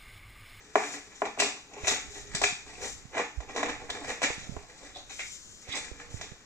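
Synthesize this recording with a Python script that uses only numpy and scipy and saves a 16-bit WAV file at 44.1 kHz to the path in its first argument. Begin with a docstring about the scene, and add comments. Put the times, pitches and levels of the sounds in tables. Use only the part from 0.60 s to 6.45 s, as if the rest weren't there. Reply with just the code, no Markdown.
"""Kitchen floor, bare room: a cat digs about in a cardboard box, teased with a soft mop pad.
Paws knock on the walls and claws scrape the card: jerky stick-slip noise and impulses drive damped modes.
The pad swishes as smooth coloured noise; echoes of box and room are shaped noise.
Damped sines make low bumps of the handled microphone and one soft thud of the pad.
Low noise makes the rumble of microphone and rocking box, over a faint hush."""
import sys
import numpy as np
from scipy import signal
from scipy.fft import rfft, irfft
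from scipy.io import wavfile

SR = 44100
rng = np.random.default_rng(int(sys.argv[2]) if len(sys.argv) > 2 else 0)


def int16_out(signal):
    """Quantize to a 16-bit WAV file."""
    q = np.round(np.clip(np.atleast_2d(signal).T, -1, 1) * 32767)
    wavfile.write(sys.argv[1], SR, q.astype(np.int16))


N = 257984
PORT_LEAD_S = 0.00015  # left port leads


def from_db(db):
    """Amplitude gain of a level in dB."""
    return 10 ** (np.asarray(db) / 20)


def rms_one(x):
    """Scales to rms 1 over all channels."""
    return x / np.sqrt(np.mean(x ** 2) + 1e-20)


def unit_energy(x):
    """Scales an impulse response to energy 1, averaged over channels."""
    return x / np.sqrt(np.mean(np.sum(x ** 2, axis=-1)) + 1e-20)


def in_time(rows):
    """Straight-line curve through (time [s], value) rows."""
    return np.interp(np.arange(N) / SR, *np.transpose(rows))


def at_hz(points, hz):
    """Curve through (frequency [Hz], value) rows, straight over log frequency."""
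    known_hz, values = np.transpose(points)
    return np.interp(np.log(np.maximum(hz, 1)), np.log(known_hz), values)


def colour(x, spectrum, share=1):
    """Applies a smooth dB spectrum, or a share of it."""
    size = x.shape[-1]
    gain = from_db(share * at_hz(spectrum, np.fft.rfftfreq(size, 1 / SR)))
    return irfft(rfft(x) * gain, size)


def drift(knots_per_s):
    """Straight lines between random knots of spread 1."""
    knots = rng.standard_normal(int(N / SR * knots_per_s) + 2)
    return np.interp(np.arange(N) / SR * knots_per_s, np.arange(len(knots)), knots)


def swell(t, start, hold, rise, fall):
    """Grows exponentially towards its start, holds, and dies away; all in s."""
    before = (start - t) / rise
    after = (t - start - hold) / fall
    return np.exp(-np.maximum(np.maximum(before, after), 0))


def through(x, response):
    """Convolves each channel with an impulse response."""
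    return signal.fftconvolve(np.atleast_2d(x), np.atleast_2d(response), axes=1)[:, :N]


# likeness of the ports for scattered sound: (frequency [Hz], correlation [-1..1])
LIKENESS = [(60, 1), (300, 0.93), (650, 0.83), (1400, 0.3), (2300, 0.43), (3100, -0.9), (6500, 0.59),
            (15000, 0.57)]


def diffuse(size):
    """Stereo white noise whose left-right correlation depends on frequency."""
    mid, side = rfft(rng.standard_normal((2, size)))
    alike = np.clip(at_hz(LIKENESS, np.fft.rfftfreq(size, 1 / SR)), -1, 1)
    spectra = np.sqrt(1 + alike) * mid + np.sqrt(1 - alike) * side * [[1], [-1]]
    return rms_one(irfft(spectra, size))


# room decay: (frequency [Hz], t60 [s])
ROOM_T60_S = [(200, 0.37), (500, 0.19), (1000, 0.4), (2300, 0.4), (6500, 0.39), (12000, 0.38)]


def room_tail(size=32768):
    """Scattered room sound: noise that builds up over some 14 ms and dies band by band."""
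    t, hz = np.arange(size) / SR, np.fft.rfftfreq(size, 1 / SR)
    noise = rfft(diffuse(size))
    centres_hz = [row[0] for row in ROOM_T60_S]
    tail = 0
    # each band is a triangle over log frequency that peaks at its centre
    for weights, (_, t60_s) in zip(np.eye(len(centres_hz)), ROOM_T60_S):
        band = irfft(noise * at_hz(list(zip(centres_hz, weights)), hz))
        tail = tail + band * from_db(-60 * t / t60_s)
    return unit_energy(tail * (1 - np.exp(-(t / 0.014) ** 2)))


def path(tail, direct_db, box_db, room_db, box_decay_s, left_lead_s):
    """Way to the ports: straight, rattling round the box, and by the room."""
    t = np.arange(tail.shape[-1]) / SR
    arrival_s = left_lead_s * np.array([[-.5], [.5]]) + 8 / SR
    direct = np.sinc((t - arrival_s) * SR) * (t < .001)
    dying = from_db(-60 * t / box_decay_s) * (1 - np.exp(-(t / 0.0011) ** 2))
    echoes = rfft(diffuse(len(t)) * dying)
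    # walls scatter all pitches about equally: flatten, then damp again
    flat = irfft(echoes / (np.abs(echoes) + 1e-12))
    echoes = unit_energy(flat * np.sqrt(dying))
    return from_db(direct_db) * direct + from_db(box_db) * echoes + from_db(room_db) * tail


def ringing(modes, low_hz, high_hz, order=2, size=8192):
    """Impulse response of damped modes inside a band, with unit energy."""
    t = np.arange(size) / SR
    rings = 0
    for k, (hz, width_hz, db) in enumerate(modes):
        decay = width_hz * np.exp(-np.pi * width_hz * t)
        rings = rings + (-1) ** k * from_db(db) * decay * np.cos(2 * np.pi * hz * t)
    band = signal.butter(order, [low_hz, min(high_hz, .45 * SR)], "band", fs=SR, output="sos")
    return unit_energy(signal.sosfilt(band, rings))


def slips(per_s, spread_db, clump_db, rub):
    """Tiny stick-slip snaps of uneven size, in clumps, over smooth rubbing; rms 1."""
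    sizes = from_db(spread_db * np.minimum(rng.exponential(1, N), 3)) * rng.choice([-1, 1], N)
    snaps = rms_one(sizes * (rng.random(N) < per_s / SR))
    rubbing = rub * rng.standard_normal(N)
    return rms_one((snaps + rubbing) * from_db(clump_db * drift(170)))


# hush spectrum: (frequency [Hz], level [dB])
HUSH_SPECTRUM = [(20, 0.5), (100, -1.5), (300, 0), (700, -11.5), (1500, -4.5), (2400, -13.5), (3100, -10),
                 (5000, -12), (7000, -10), (8500, -36), (10500, -35.5), (15000, -32)]


def hush():
    """Faint steady background: coloured stereo noise."""
    return from_db(-58.5) * rms_one(colour(diffuse(N), HUSH_SPECTRUM))


# low bumps, microphone handling and one soft thud of the mop pad:
# (time [s], level [dB], pitch [Hz], contact click re bump [dB])
LOW_BUMPS = [(1.235, -36, 83, -4), (1.746, -34.5, 145, -21), (1.924, -41.5, 172, -19),
             (2.452, -42.5, 123, -10), (2.772, -29.5, 56, -51), (3.703, -37, 119, 9.5),
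             (3.779, -40.5, 159, -14), (3.893, -30.5, 161, -6), (3.919, -37, 111, -10),
             (3.966, -36.5, 76.5, 7), (5.087, -40.5, 86, -4), (5.315, -39, 58, 4.5),
             (5.541, -32.5, 102, -8), (5.597, -45, 100, -8), (5.719, -39.5, 152, 0.5)]
# low rumble from the handled microphone and the box rocking on the floor: (time [s], relative level [dB])
LOW_RUMBLE = [(0.0, -72.5), (1.12, -71), (1.32, -53.5), (1.43, -61), (1.6, -56.5), (1.83, -52), (2.0, -66),
              (2.27, -57.5), (2.65, -70), (3.07, -55), (3.3, -60), (3.75, -62), (3.94, -46), (4.06, -68),
              (4.38, -63.5), (4.8, -65.5), (5.45, -61.5), (5.57, -53), (5.85, -73)]
# rumble spectrum: (frequency [Hz], level [dB])
RUMBLE_SPECTRUM = [(20, 2), (50, 7), (100, -0.5), (180, -6), (300, -15.5), (600, -13), (2000, -66)]
BUMP_CYCLES, LINGER_DB_PER_DB = 2.36, 0.13  # cycles per 60 dB of decay; softer contact rings longer
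SHAKE_DB, SHAKE_RISE_S, SHAKE_FALL_S = -22, 0.0044, 0.03  # level re bump


def bumps_and_rumble(left_db, right_db):
    """Damped sine bumps with soft contact clicks, and a lumpy noise rumble that swells at each bump."""
    t, bumps, shake = np.arange(SR // 4) / SR, np.zeros(N + SR), 0
    click = np.sin(2 * np.pi * 420 * t) * np.exp(-t / 0.002)
    for s, db, hz, click_db in LOW_BUMPS:
        cycles = BUMP_CYCLES * from_db(-LINGER_DB_PER_DB * click_db)
        at, age = round(s * SR), hz * t / cycles
        bump = np.sin(2 * np.pi * hz * t) * (1 - np.exp(-(age / 0.13) ** 2)) * from_db(-60 * age)
        bumps[at:at + len(t)] += from_db(db) * (bump / np.abs(bump).max() + from_db(click_db) * click)
        shake = shake + from_db(db + SHAKE_DB) * swell(np.arange(N) / SR, s, 0, SHAKE_RISE_S, SHAKE_FALL_S)
    level = from_db(0.5 + in_time(LOW_RUMBLE) + 2.2 * drift(23))
    rumble = rms_one(colour(rng.standard_normal((2, N)), RUMBLE_SPECTRUM)) * np.hypot(level, shake)
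    shared = (bumps[:N] + rumble[0]) * from_db([[left_db], [right_db]])
    return shared + rumble[1] * from_db([[-6.5], [-12]])


# sliding pad and fur, and one brief hissing claw catch: (start [s], length [s], level [dB])
SWISHES = [(0.176, 0.17, -46), (0.57, 0.085, -58), (1.174, 0.064, -61), (1.285, 0.011, -32.5),
           (1.512, 0.11, -51), (2.234, 0.055, -41), (3.484, 0.041, -48), (3.875, 0.084, -58.5),
           (4.526, 0.23, -47.5), (4.8, 0.24, -55), (5.522, 0.054, -51.5)]
# swish spectrum: (frequency [Hz], level [dB])
SWISH_SPECTRUM = [(300, -25), (1200, -29), (2300, -40), (3000, -4.5), (4500, -7.5), (6000, 0.5),
                  (7300, 2.5), (8300, -10.5), (10000, -24), (15000, -30)]
SWISH_ATTACK_S, SWISH_RELEASE_S, FUR_DB = 0.02, 0.043, -64  # the fur never quite stops rubbing


def swish(tail):
    """Fine, even hiss of sliding fibres and one claw catch: dense slips and rubbing, coloured."""
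    t = np.arange(N) / SR
    power = from_db(FUR_DB) ** 2
    for s, length_s, db in SWISHES:
        power = power + (from_db(db) * swell(t, s, length_s, SWISH_ATTACK_S, SWISH_RELEASE_S)) ** 2
    grain = slips(per_s=5000, spread_db=-0.5, clump_db=-1.5, rub=0.84)
    hiss = rms_one(colour(grain, SWISH_SPECTRUM)) * np.sqrt(power)
    way = path(tail, direct_db=-1.0, box_db=-0.5, room_db=-7, box_decay_s=0.066, left_lead_s=PORT_LEAD_S)
    return through(hiss, way)


# readiness to answer a paw: panel, corrugation, claw [dB]
RESPONSE_DB = [-1, -0.63, -0.5]


def shares(bite_db, rasp_db):
    """Gains of panel, corrugation, claw: bite moves force from wall to claws, rasp digs into the card."""
    return from_db(np.array(RESPONSE_DB) + [-bite_db, rasp_db, bite_db])


# bite: below 0 the soft pad drums on the wall, above 0 the claws hiss; rasp: digging into the corrugation
# paw strokes: (peak time [s], rise [s], release [s], level [dB], bite [dB], rasp [dB])
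STROKES = [(.24, 0.039, 0.067, -42.5, -0.5, 4.5), (0.35, 0.083, 0.025, -41, 0, 0),
           (.654, 0.0084, 0.021, -37.5, -4, -3), (.775, 0.0022, .02, -41, -10, -11),
           (0.798, 0.0084, 0.055, -28, 0.5, -3), (1.149, 0.037, 0.057, -47.5, -5, -2),
           (1.285, 0.031, 0.047, -29, 1, 1), (1.562, 0.074, .032, -44, 1.5, -1.5),
           (1.758, 0.035, 0.03, -39, 1, -2), (1.845, 0.0072, 0.036, -33, 6.5, 0.5),
           (2.064, .004, 0.078, -48.5, -0.5, -8), (2.243, 0.057, .032, -36, -0.5, -2),
           (2.532, 0.012, 0.018, -41.5, -5.5, -4), (2.55, 0.0022, 0.03, -38, -5, 3),
           (2.591, 0.02, 0.025, -32.5, -3, 1.5), (2.824, 0.011, 0.014, -49.5, -5.5, -3),
           (2.895, 0.014, .045, -42, -4, -1), (2.974, 0.022, 0.076, -33.5, -3, -2.5),
           (3.055, .014, 0.042, -34.5, -3.5, 0.5), (3.21, 0.0094, 0.016, -47, -13.5, -1),
           (3.354, 0.026, 0.021, -40.5, -3.5, -3), (3.415, .012, .03, -52, -12, -16),
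           (3.505, 0.05, 0.024, -37, -2, -0.5), (3.628, 0.005, 0.029, -25.5, 1, 1.5),
           (3.708, .012, 0.032, -43.5, 5, 7.5), (3.795, 0.027, 0.02, -47.5, 5, 2.5),
           (4.208, 0.0046, 0.065, -47, 1, -3.5), (4.358, 0.0073, 0.032, -47, -1, -3.5),
           (4.497, 0.0045, 0.027, -44, 2, 1), (4.597, .004, 0.026, -44, 6.5, 3),
           (5.145, 0.043, 0.048, -37.5, 2, -0.5), (5.4, 0.021, 0.015, -46, -1, 1),
           (5.63, 0.016, 0.032, -46.5, 1.5, -4)]
# cat shifting its weight between strokes: (time [s], relative level [dB])
SHUFFLE = [(0, -54), (.5, -51), (1.05, -67), (1.5, -55), (2.15, -55), (2.45, -58), (2.8, -70),
           (3.15, -48.5), (3.5, -48.5), (4.25, -52), (4.7, -64), (5.05, -69), (5.25, -45), (5.85, -57.5)]
SHUFFLE_DB, SHUFFLE_BITE_DB, SHUFFLE_RASP_DB = -5.5, 0, -2
SHUFFLE_UNEVEN_DB, SHUFFLE_KNOTS_PER_S = 2.5, 16
JERK_DB, JERK_KNOTS_PER_S = 2.5, 64


def stroke_force():
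    """Jerky strokes over uneven shuffling of the feet: pressure on panel, corrugation and claw."""
    t_full = np.arange(N) / SR
    t = np.arange(0, N, 16) / SR  # coarse grid for the slow envelopes
    uneven_db = SHUFFLE_UNEVEN_DB * drift(SHUFFLE_KNOTS_PER_S)
    shuffle = from_db(SHUFFLE_DB + in_time(SHUFFLE) + uneven_db)
    power = np.outer(shares(SHUFFLE_BITE_DB, SHUFFLE_RASP_DB), np.interp(t, t_full, shuffle)) ** 2
    for s, rise, release, db, bite_db, rasp_db in STROKES:
        power = power + np.outer(from_db(db) * shares(bite_db, rasp_db), swell(t, s, 0, rise, release)) ** 2
    jerks = from_db(JERK_DB * drift(JERK_KNOTS_PER_S))
    return [jerks * np.interp(t_full, t, np.sqrt(p)) for p in power]


# paw knocks and claw catches: (time [s], relative level [dB], bite [dB], rasp [dB])
KNOCKS = [(.1554, 3.5, -8, -0.5), (.619, -6.5, -11, 0), (.654, -10, -2, 2), (.775, -23, -11, -6),
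          (.8, 3, 6.5, -1), (.821, -4, -4.5, -1), (1.246, -12, 0.5, 4), (1.271, -4, 7, 2),
          (1.279, 3.5, 6.5, -6), (1.295, -16, 6, 5), (1.749, -6, 10, 0), (1.816, 0.5, 2, -6),
          (1.831, -6, 8, -5), (1.838, 2.5, 4, 4.5), (2.55, -15, -4.5, 1), (2.570, -8, -3.5, 0),
          (2.579, -4.5, 0, 2), (2.595, -9, -5.5, -9), (2.804, -16.5, -0.5, -3), (2.962, -4.5, 1.5, -2),
          (3.03, -2, -3.5, 1), (3.087, -9, -0.5, -15), (3.293, -18, -3, 2), (3.3, -8, 3.5, -2),
          (3.445, -14.5, 2, -1), (3.618, -4, 1, -1), (3.63, -1.5, 5, -4), (3.702, -15.5, -1.5, -5),
          (3.842, -24, 5.5, -7), (3.966, -22, -9.5, -2), (4.593, -17.5, 2.5, 6), (5.612, -11.5, 5, -0.5)]


def knock_force():
    """One-sample push for each knock, shared among panel, corrugation and claw."""
    force = np.zeros((3, N))
    for s, db, bite_db, rasp_db in KNOCKS:
        force[:, round(s * SR)] += from_db(db) * shares(bite_db, rasp_db)
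    return force


def wander(pressure, grain, knocks, modes, band_hz, way, count=3):
    """The paw moves between places on the card, each with its own slips, echoes and retuned modes."""
    nearness = np.exp(np.array([drift(7) for _ in range(count)]))
    out = 0
    for share in nearness / nearness.sum(axis=0):
        force = np.sqrt(share) * pressure * grain() + share * knocks
        own_modes = [(hz * (1 + rng.normal(0, 0.016)), width_hz, db + rng.normal(0, 3.3))
                     for hz, width_hz, db in modes]
        out = out + through(through(force, ringing(own_modes, *band_hz, order=3)), way())
    return out


def pad_grain():
    """Grain of the soft paw pad on the wall."""
    return from_db(-2.5) * slips(per_s=1500, spread_db=3.0, clump_db=6.0, rub=0.46)


def ridge_grain():
    """Coarse snaps over the ridges of the corrugation."""
    return from_db(-4.0) * slips(per_s=1000, spread_db=6.0, clump_db=4.0, rub=0.27)


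def claw_grain():
    """Dense snaps of claw on paper."""
    return from_db(-1.5) * slips(per_s=2200, spread_db=3, clump_db=7, rub=0.42)


def card_way(tail):
    """From the card to the ports: short box echoes."""
    return path(tail, direct_db=-5.0, box_db=-2.0, room_db=-5.0, box_decay_s=0.041, left_lead_s=.0001)


def claw_way(tail):
    """The claws work out of sight: mostly scattered sound."""
    return path(tail, direct_db=-13.5, box_db=-2.5, room_db=-6.0, box_decay_s=0.12, left_lead_s=PORT_LEAD_S)


# box rocking on the floor: (frequency [Hz], width [Hz], level [dB])
ROCKING = [(108, 53, -2.5), (179, 42, 0.5)]


def rocking(push):
    """The whole box rocks: low damped modes."""
    return through(from_db(-21) * push * pad_grain(), ringing(ROCKING, 65, 290))


# ring of the hollow box: (frequency [Hz], width [Hz], level [dB])
HOLLOW = [(238.6, 13.4, -2.5), (285, 16, -3.5), (422, 19, -13), (466, 7.2, -1.5), (610, 38, -7.5),
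          (759, 65, -5.5), (874, 13, 1.5)]


def hollow(push, jolt):
    """The hollow hums on after every push: mostly narrower, longer modes."""
    return through(from_db(-12.0) * (jolt + push * pad_grain()), ringing(HOLLOW, 230, 1300))


# leaned-on wall: (time [s], pitch [Hz])
LOADED_WALL = [(0, 431), (1.9, 404), (2.2, 468), (3.56, 474), (3.615, 610), (3.68, 560), (3.72, 460),
               (4.0, 413), (4.2, 586), (4.4, 573), (5.15, 480), (5.85, 449)]
LOADED_WIDTH_HZ = 29  # at mean pitch


def loaded_wall(push, thump, tail):
    """One resonance follows the cat's weight: it rings on a clock that runs faster as the wall is tensed."""
    force = from_db(-5) * push * pad_grain() + from_db(-7) * thump
    pitch_hz = in_time(LOADED_WALL)
    mean_hz = pitch_hz.mean()
    clock = np.cumsum(pitch_hz / mean_hz)
    warped = np.interp(np.arange(N), clock, force)
    mode = ringing([(mean_hz, LOADED_WIDTH_HZ, 0)], mean_hz / 2, 2 * mean_hz)
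    rings = signal.fftconvolve(warped, mode)
    wall = np.interp(clock, np.arange(len(rings)), rings)
    way = path(tail, direct_db=-2.5, box_db=-4.5, room_db=-4, box_decay_s=.1, left_lead_s=.00003)
    return through(wall, way)


# first flex of a struck wall: (frequency [Hz], width [Hz], level [dB])
FLEX = [(730, 270, 0)]


def flex(thump, tail):
    """A struck wall first flexes, straight towards the microphone: one broad mode."""
    bend = through(from_db(1) * thump, ringing(FLEX, 340, 1770))
    way = path(tail, direct_db=-3.5, box_db=-5.0, room_db=-7, box_decay_s=0.064, left_lead_s=-0.0002)
    return through(bend, way)


# wall modes: (frequency [Hz], width [Hz], level [dB])
PANEL = [(227, 34, -12.5), (288.6, 12.4, -1), (424, 57, -5), (594, 67, -3.5), (763, 72, -4),
         (874, 50, -5.5), (1089, 122, -6.5)]


def panel(push, jolt, tail):
    """Pad friction and jolts ring the wall modes."""
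    def way():
        return path(tail, direct_db=-4, box_db=-4.0, room_db=-4, box_decay_s=0.099, left_lead_s=.00003)
    return wander(from_db(-1.5) * push, pad_grain, from_db(-11) * jolt, PANEL, (205, 1550), way)


# corrugated card modes: (frequency [Hz], width [Hz], level [dB])
CORRUGATION = [(1270, 194, 7), (1766, 92, 12.5), (1900, 79, 12.5), (2380, 390, 10.5), (2610, 200, 1),
               (2960, 870, -2.5)]


def corrugation(rasp, crack, tail):
    """Snaps over the ridges ring the corrugated card."""
    return wander(rasp, ridge_grain, crack, CORRUGATION, (1100, 3300), lambda: card_way(tail))


# claw-on-paper modes: (frequency [Hz], width [Hz], level [dB])
CLAW = [(3305, 740, -7), (3806, 590, 1.5), (5100, 1640, -9.5), (5773, 290, 2.5), (6370, 495, -1),
        (6590, 480, 3), (7370, 1010, -3)]


def claw(hiss, tick, tail):
    """Fine snaps of claw on paper ring broad treble modes."""
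    return wander(hiss, claw_grain, tick, CLAW, (2800, 7900), lambda: claw_way(tail))


# paper fibre spectrum: (frequency [Hz], level [dB])
FIBRE_SPECTRUM = [(800, 4), (1300, -20), (3000, 5), (5000, 16.5), (8500, 6.5), (9800, 0), (11000, -10),
                  (15000, -16)]


def fibre_crackle(hiss, tick, tail):
    """Dry crackle of paper fibres: claw snaps coloured without ringing modes."""
    crackle = colour(hiss * claw_grain() + tick, FIBRE_SPECTRUM)
    return through(from_db(-19.0) * crackle, claw_way(tail))


# brief pitched chatter, snagged card edges and a juddering wall:
# (time [s], ring [Hz], level [dB], rise [s], fall [s])
CHATTERS = [(0.803, 2640, -27, 0.0051, 0.035), (1.821, 766, -24, 0.0034, 0.0065),
            (1.84, 2290, -16, 0.0014, 0.003), (2.595, 2400, -40, 0.016, 0.01),
            (3.302, 3560, -33, 0.0018, 0.0074), (4.357, 3700, -42.5, 0.0099, 0.037),
            (4.595, 2190, -30.5, 0.0047, 0.017), (5.125, 3600, -38, 0.019, 0.024),
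            (5.14, 2190, -36, 0.027, 0.036)]


def pitched_chatter(tail):
    """Snagged edges and a juddering wall chatter briefly, each at one pitch: slips through a single mode."""
    t, out = np.arange(N) / SR, 0
    for s, hz, db, rise, fall in CHATTERS:
        mode = ringing([(hz, 0.11 * hz, 0)], hz / 2, 2 * hz)
        chatter = rms_one(through(slips(per_s=2000, spread_db=3, clump_db=2, rub=.4), mode))
        out = out + from_db(db) * chatter * swell(t, s, 0, rise, fall)
    return through(out, card_way(tail))


# left-right balance of the box sounds, swayed by handling at the right port: (time [s], left-right [dB])
BOX_BALANCE = [(0.0, -0.5), (3.84, -2), (5.03, 1.5), (5.12, -7), (5.26, 1.5), (5.59, -4), (5.85, 1)]


def box(tail):
    """Strokes, knocks and claw catches drive every resonance of the box."""
    push, rasp, hiss = stroke_force()
    thump, crack, tick = knock_force()
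    # a catching claw jolts panel, corrugation and paper at once
    catches = slips(per_s=130, spread_db=5.5, clump_db=0, rub=0)
    jolt = from_db(-3) * thump + from_db(-5.0) * push * catches
    crack = crack + from_db(-2) * rasp * catches
    tick = tick + from_db(-6) * hiss * catches
    walls = panel(push, jolt, tail) + loaded_wall(push, thump, tail) + flex(thump, tail)
    body = rocking(push) + hollow(push, jolt)
    card = corrugation(rasp, crack, tail) + pitched_chatter(tail)
    paper = claw(hiss, tick, tail) + fibre_crackle(hiss, tick, tail)
    return (walls + body + card + paper) * from_db(in_time(BOX_BALANCE) * [[.5], [-.5]])


def scene():
    """Box and swishes share one room, over a faint hush, low bumps and rumble."""
    tail = room_tail()
    return hush() + bumps_and_rumble(left_db=-15, right_db=8.5) + swish(tail) + box(tail)


# treble difference of the ports, scaled per port: (frequency [Hz], relative left-right [dB])
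PORTS = [(300, 0.5), (1000, 1.2), (2300, -0.14), (4300, .5), (5700, 1), (7000, 6), (8200, 10), (10500, 3),
         (15000, 0)]
CUTOFF_HZ = 15300


def record(dry):
    """The left port is the brighter one; a steep low-pass cuts the top."""
    ports = np.array([colour(dry[0], PORTS, share=0.38), colour(dry[1], PORTS, share=-1.55)])
    low_pass = signal.ellip(10, .1, 80, CUTOFF_HZ, fs=SR, output="sos")
    return signal.sosfilt(low_pass, ports)


dry = scene()
out = record(dry)
int16_out(out)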